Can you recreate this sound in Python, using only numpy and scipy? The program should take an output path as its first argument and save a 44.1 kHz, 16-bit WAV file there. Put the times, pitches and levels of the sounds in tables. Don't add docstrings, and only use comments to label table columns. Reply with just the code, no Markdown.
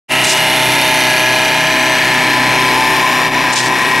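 import sys
import numpy as np
from scipy import signal
from scipy.fft import rfft, irfft
from scipy.io import wavfile
from scipy.ndimage import uniform_filter1d, map_coordinates

SR = 44100
rng = np.random.default_rng(int(sys.argv[2]) if len(sys.argv) > 2 else 0)


def transcribe(signal):
    frames = np.atleast_2d(signal).T
    limited = np.clip(frames, -1, 1)
    pcm = np.round(limited * 32767).astype(np.int16)
    wavfile.write(sys.argv[1], SR, pcm)


N = 176400
TIME, FREQS = np.arange(N) / SR, np.arange(N // 2 + 1) * SR / N

# pitch in Hz, level in dB.
FAR_HUM = [(51.5, -45)]
# start and length in seconds, level in dB, centre in Hz,
# side minus mid in dB.
SCUFFS = [(0.234, 0.03, -12.5, 6740, -17), (0.263, 0.08, -10.5, 5100, -14), (0.34, 0.065, -22, 4500, -24),
          (3.523, 0.023, -14.5, 6800, -6), (3.55, 0.074, -14, 4000, -7), (3.619, 0.071, -19.5, 3980, -14)]
# time in seconds, cycles per second.
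SPEED = [(0, 31.64), (.3, 31.63), (.5, 31.77), (.72, 31.72), (1.1, 31.35), (1.35, 31.6), (1.55, 31.73),
         (1.75, 31.94), (2.2, 31.53), (2.45, 31.47), (2.6, 31.61), (3.08, 31.79), (3.37, 31.47),
         (3.62, 31.7), (4, 31.57)]
# multiple of the cycle rate, level in dB.
EXHAUST_LINES = [(4, -30.5), (5, -33), (6, -38.5), (7, -74), (8, -29.5), (9, -31.5), (10, -32.5),
                 (11, -36.5), (12, -31), (13, -43.5), (14, -63), (15, -41.5), (16, -56), (17, -43.5),
                 (18, -40.5), (19, -38), (21, -35), (22, -40), (23, -35), (24, -34.5), (25, -33), (26, -35),
                 (27, -32), (29, -37), (30, -30.5)]
# time in seconds, gain in dB.
BASS_GAIN = [(.1, -.5), (.23, -1), (.3, -3.5), (.5, 0), (1.6, -2), (2.2, -1), (2.67, 2.7), (3.1, -1),
             (3.48, -1), (3.57, -8.5), (3.7, 1.5), (3.8, -4.5), (4, 0)]
# time in seconds, level in dB.
LOW_TONE_DB = [(.1, -25.5), (0.699, -22.5), (1.2, -22), (1.8, -21.5), (2.1, -26), (2.6, -27), (3, -28),
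               (3.5, -35), (4, -50)]
MID_TONE_DB = [(.1, -27), (.3, -28), (.5, -20.5), (1, -20), (1.55, -23.5), (1.75, -28), (2.3, -25),
               (2.62, -23), (2.8, -13), (3.15, -28.5), (3.5, -24.5), (4, -27)]
HIGH_TONE_DB = [(0.098, -32), (1.5, -27.5), (2.2, -27), (2.6, -17.5), (3.1, -20), (3.3, -29), (3.48, -38),
                (3.57, -35), (3.699, -23.5), (4, -22)]
# multiple of the cycle rate (rounded in use), level in dB,
# time on microphone and half length of the pass in seconds.
WHINES = [(41, -29.5, 0.22, .15), (53, -27, 1.24, 0.54), (54, -23, 2.23, 0.56), (56, -23.5, 2.8, 1.13),
          (57, -26, 3.4, 0.2), (60, -25, 3.8, 0.69), (61, -28.5, 0.17, 0.17), (65.44, -28, .6, 1.4),
          (67.06, -29, .6, 1.6), (69.8, -23, 5.4, 0.72), (77.5, -27, 1.3, 0.62), (85, -24, 0.091, 0.13),
          (88.8, -28, 0.42, 0.67), (90.6, -26, 0.15, 0.31), (92.9, -31.5, 0.83, 1.4)]
# centre and width in Hz, level in dB,
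# time on microphone and half length of the pass in seconds.
CASING_MODES = [(1310, 14, -38, 2.16, 0.084), (1701, 44, -23.5, 1.67, 0.71), (1800, 28, -37, 2.1, 0.47),
                (1884, 23, -22, 4.1, 0.45), (1880, 45, -26, 2.1, 0.26), (2110, 23, -26.5, 1.3, 1),
                (2090, 150, -28, 2.05, 0.19), (2257, 27, -27.5, 2.7, 1), (2426, 24, -24, 1.5, 1),
                (2844, 73, -20.5, .17, .2), (2932, 20, -28, 1.6, 0.41), (3507, 28, -26.5, 0.57, .42),
                (3636, 14, -28, 0.95, 0.37), (4020, 26, -31.5, 1.3, 0.85), (4130, 22, -31, 2.2, 0.43),
                (4520, 22, -30.5, 1.1, 1), (5320, 90, -42, 0.78, 0.99), (6050, 15, -29, 1.22, 0.66),
                (7840, 89, -41, 1.7, 0.55), (9580, 93, -35, 0.43, 0.96), (11250, 150, -33, 0.81, 0.59),
                (11800, 82, -46, .8, .5), (12500, 150, -43, 3, 0.33)]
# time in seconds, centre in Hz, level in dB.
HOWL = [(1.6, 965, -36), (2.3, 985, -27), (2.7, 1017, -30.5), (3.08, 1037, -19.5), (3.4, 994, -19),
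        (3.6, 1014, -23.5), (3.9, 1033, -22), (4, 1015, -18)]
# lag as a share of a firing period, level in dB.
CYLINDERS = [(0.0077, -3.5), (0.037, -5.5), (.02, -5.5), (0.058, -3)]
# frequency in Hz, gain in dB facing the engine, gain in dB turned away.
CLATTER_COLOUR = [(30, -25, -20), (91, -11.5, -14), (146, -10, -6), (313, -3, 1), (500, -7, -2.5),
                  (700, 0.5, -0.5), (900, 0, 1.5), (1060, 0, 2), (1113, -10, 2), (1240, -5.5, -3),
                  (1340, -0.5, -4), (1550, -4, -2.5), (1590, -1, 6), (1670, 1.5, 4), (1830, -5, 5.5),
                  (1970, -0.5, 0.5), (2190, -3, -3), (2205, 2.5, 5), (2654, 1.5, 2.5), (2760, -2, -5),
                  (2880, 4, -2), (2960, -5, -8), (3170, 3, -2.5), (3350, -7, -5), (3600, -5.5, -5.5),
                  (3930, -4.5, -8), (4390, -6, -12), (4560, -11.5, -15.5), (4800, -13, -9),
                  (5400, -10, -8.5), (5800, -8.5, -10.5), (6230, -12.5, -17.5), (6930, -14.5, -16),
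                  (6900, -14.5, -13.5), (7640, -14.5, -19), (8500, -16.5, -20), (8850, -12, -16.5),
                  (10100, -13.5, -18.5), (10700, -16.5, -23), (11300, -18.5, -21.5), (12700, -18, -21.5),
                  (13500, -30, -32), (15100, -51, -46)]
# time in seconds, gain in dB.
TREBLE_GAIN = [(.1, 1), (1.2, -2.5), (1.7, -4.5), (2.2, -3), (2.65, -2), (2.9, 1), (3.4, -5), (3.7, -2),
               (4, -1)]
# time in seconds, gain in dB.
CLATTER_GAIN = [(.1, -0.5), (.23, 1), (.29, 0), (.38, 1.5), (.5, 1.5), (1, 3), (1.6, 0), (2.1, 1),
                (2.45, 0.5), (2.65, 3.5), (3.2, -0.5), (3.5, -1.5), (3.55, -5.5), (3.63, -3.5), (3.73, -3),
                (3.8, -1.5), (4, -1)]
# time in seconds, share of the turn from 0 to 1.
MIC_TURN = [(0, 0.2), (1.2, 0.03), (1.9, 0.35), (2.3, 0.62), (2.6, 0.58), (3.2, 0.82), (4, 1)]
# frequency in Hz, side minus mid in dB.
STEREO_WIDTH = [(60, -57), (300, -46), (520, -23.5), (800, -27), (1150, -16), (1450, -22), (1900, -18.5),
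                (2400, -25), (3700, -19), (5300, -17), (8000, -78), (13000, -76)]
# time in seconds, left minus right in dB before weighting.
PAN_DB = [(0, -0.1), (1, 0), (2.2, 2), (4, 3.5)]
# frequency in Hz, gain in dB.
PAN_WEIGHT = [(150, -23), (350, -4), (500, 3), (750, -3), (1100, 0.5), (1400, 0), (1800, -0.5), (2550, -3),
              (3500, 2.5), (4500, 1.5), (6000, -2), (8000, -17)]


def undb(db):
    return 10 ** (np.asarray(db) / 20)


def curve(rows):
    return np.interp(TIME, *np.array(rows).T)


def unit(x):
    return x / np.sqrt(np.mean(x ** 2))


def walk(rate_hz):
    return unit(irfft(rfft(rng.standard_normal(N)) * np.exp(-(FREQS / rate_hz) ** 2), N))


def colour(x, hz, db):
    return irfft(rfft(x) * undb(np.interp(np.log(FREQS + 1e-3), np.log(hz), db)), N)


def even(x, width_hz=140):
    spectrum = rfft(x)
    power = uniform_filter1d(np.abs(spectrum) ** 2, int(width_hz * N / SR))
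    return unit(irfft(spectrum / np.sqrt(power), N))


def ring(x, hz, width_hz, order=1):
    f = FREQS + 1e-3
    return irfft(rfft(x) / (1 + 1j * (f * f - hz * hz) / (f * width_hz)) ** order, N)


def beam(facing_s, half_s, depth_db=14):
    return depth_db * (np.exp(-((TIME - facing_s) / half_s) ** 2 / 2) - 1)


def far_hum(waver=.4):
    return sum(np.sqrt(2) * undb(db + 2 * walk(3)) * np.sin(2 * np.pi * hz * TIME + waver * walk(3.7))
               for hz, db in FAR_HUM)


def scuffs(grain_db=2.2, top_hz=9260):
    grit = rng.standard_normal((2, N)) * undb(grain_db * walk(350))
    out = 0
    for start, length, db, hz, side_db in SCUFFS:
        progress = np.clip((TIME - start) / length, 0, 1)
        shape = np.sqrt(np.abs(np.sin(np.pi * progress)))
        mid, side = unit(ring(grit, hz, 2 * hz, order=2))
        out += undb(db) * shape * (mid + undb(side_db) * side * np.array([[1], [-1]]))
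    return signal.sosfilt(signal.butter(5, top_hz, fs=SR, output="sos"), out)


def steel_echoes(x, count=8, lag_s=.0035, drift_s_per_s=.00009, echo_db=-13.5, above_hz=4500):
    echoes = 0
    for lag, drift, sign in rng.uniform(-1, 1, (count, 3)):
        sent_s = TIME - lag_s * (.55 + .45 * lag) - drift_s_per_s * drift * TIME
        echoes += np.sign(sign) * map_coordinates(x, [sent_s * SR], order=3, mode="mirror")
    return signal.sosfilt(signal.butter(3, above_hz, "high", fs=SR, output="sos"), undb(echo_db) * echoes)


def exhaust(cycle, rough=.22, wander_db=2.5):
    out = 0
    for multiple, db in EXHAUST_LINES:
        phase = 2 * np.pi * rng.random() * (multiple % len(CYLINDERS) > 0)
        line = np.sin(2 * np.pi * multiple * cycle + phase + rough * walk(11.5))
        out += np.sqrt(2) * undb(db + wander_db * walk(7.1)) * line
    return out


def casing_whines(cycle, rough=.42):
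    out = 0
    for multiple, db, facing_s, half_s in WHINES:
        sway = 1 + rough * (walk(2.9) + 1j * walk(11))
        line = (sway * np.exp(2j * np.pi * (round(multiple) * cycle + rng.random()))).real
        out += np.sqrt(2) * undb(db + beam(facing_s, half_s) - .5) * line
    return out


def casing_tone(cycle, levels, multiple, rough=.16, lag_cycles=.0443):
    sway = 1 + rough * (walk(20) + 1j * walk(29))
    line = (sway * np.exp(2j * np.pi * multiple * (cycle - lag_cycles))).real
    return np.sqrt(2) * undb(curve(levels)) * line


def casing_howl(drive, width_hz=35):
    rows = np.array(HOWL)
    spin = np.exp(2j * np.pi * np.cumsum(curve(rows[:, :2])) / SR)
    pole = np.exp(-np.pi * width_hz / SR)
    howl = (spin * signal.lfilter([1 - pole], [1, -pole], drive / spin)).real
    return undb(curve(rows[:, [0, 2]])) * unit(howl)


def casing_ring(drive, wander_db=.9):
    out = 0
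    for hz, width_hz, db, facing_s, half_s in CASING_MODES:
        level = undb(db + beam(facing_s, half_s) + wander_db * walk(1.6) - 1.5)
        out += level * unit(ring(drive, hz, width_hz))
    return out


def rattle(position, size):
    pattern = unit(irfft(np.exp(2j * np.pi * rng.random(size))))
    return map_coordinates(pattern, [position % 1 * len(pattern)], mode="grid-wrap")


def knocks(cycle, turn, rise_s=.0011, decay_s=.0036, scatter_db=.5, alike=.55, repeat_hz=(1150, 6850)):
    lag, db = np.array(CYLINDERS).T
    count = len(CYLINDERS)
    firing = (cycle * count).astype(int)
    firing_phase = (cycle * count - lag[firing % count]) % 1
    age_s = firing_phase / count / curve(SPEED)
    strength = undb(db[firing % count] + scatter_db * rng.standard_normal(1024)[firing])
    bursts = strength * (1 - np.exp(-age_s / rise_s)) * np.exp(-age_s / decay_s)
    repeating = np.sqrt(alike) * rattle(firing_phase, 176) + np.sqrt(1 - alike) * rattle(cycle, 701)
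    low_hz, high_hz = repeat_hz
    share = .91 / (1 + (FREQS / high_hz) ** 2) * FREQS ** 4 / (FREQS ** 4 + low_hz ** 4)
    fresh = rfft(rng.standard_normal(N))
    rattles = irfft(rfft(even(repeating)) * np.sqrt(share) + fresh * np.sqrt(1 - share), N)
    floor, blur = .14 + .05 * turn, .2 * turn
    blurred = np.sqrt(1 - blur) * rattles + np.sqrt(blur) * rng.standard_normal(N)
    return even((floor + bursts) * blurred)


def clatter(drive, turn, trim_db=-15.5, treble_hz=6740):
    hz, facing_db, away_db = np.array(CLATTER_COLOUR).T
    heard = drive + steel_echoes(drive)
    facing, away = colour(heard, hz, facing_db), colour(heard, hz, away_db)
    out = undb(trim_db) * (facing * (1 - turn) + away * turn) / np.std(facing)
    treble = signal.sosfiltfilt(signal.butter(2, treble_hz, "high", fs=SR, output="sos"), out)
    return out + treble * (undb(curve(TREBLE_GAIN)) - 1)


def scene(diffuse_db=-13, diffuse_lag_s=.048):
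    cycle = np.cumsum(curve(SPEED) * (1 + .001237 * walk(12.6))) / SR
    turn = curve(MIC_TURN)
    tones = (casing_tone(cycle, LOW_TONE_DB, 20) + casing_tone(cycle, MID_TONE_DB, 28)
             + casing_tone(cycle, HIGH_TONE_DB, 32, rough=.18))
    whines = casing_whines(cycle)
    drive = knocks(cycle, turn)
    mechanism = whines + clatter(drive, turn) + casing_howl(drive) + casing_ring(drive)
    dip_db = -7.5 * np.exp(-((TIME - 3.305) / .022) ** 2)
    upper = (tones + mechanism * undb(curve(CLATTER_GAIN))) * undb(dip_db)
    lower = (exhaust(cycle) + far_hum()) * undb(curve(BASS_GAIN) + dip_db / 2)
    mid = upper + lower
    diffuse = undb(diffuse_db) * np.interp(TIME - diffuse_lag_s, TIME, mid)
    spread = colour(signal.hilbert(mid).imag + diffuse, *np.array(STEREO_WIDTH).T)
    lean = colour(upper, *np.array(PAN_WEIGHT).T) * np.tanh(curve(PAN_DB) * np.log(10) / 40)
    return mid + (spread + lean) * np.array([[1], [-1]]) + scuffs()


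def record(dry, knee_db=-11, window_s=.027, fade_start_s=.081, fade_s=.033, top_hz=14900):
    power = uniform_filter1d(np.mean(dry ** 2, axis=0), int(window_s * SR))
    held = dry / (1 + (power / undb(knee_db) ** 2) ** 4) ** (1 / 8)
    rounded = 1.1 * np.tanh(held / 1.05)
    fade = np.clip((TIME - fade_start_s) / fade_s, 0, 1) ** 2
    return signal.sosfilt(signal.ellip(8, .2, 80, top_hz, fs=SR, output="sos"), rounded * fade)


dry = scene()
out = record(dry)
transcribe(out)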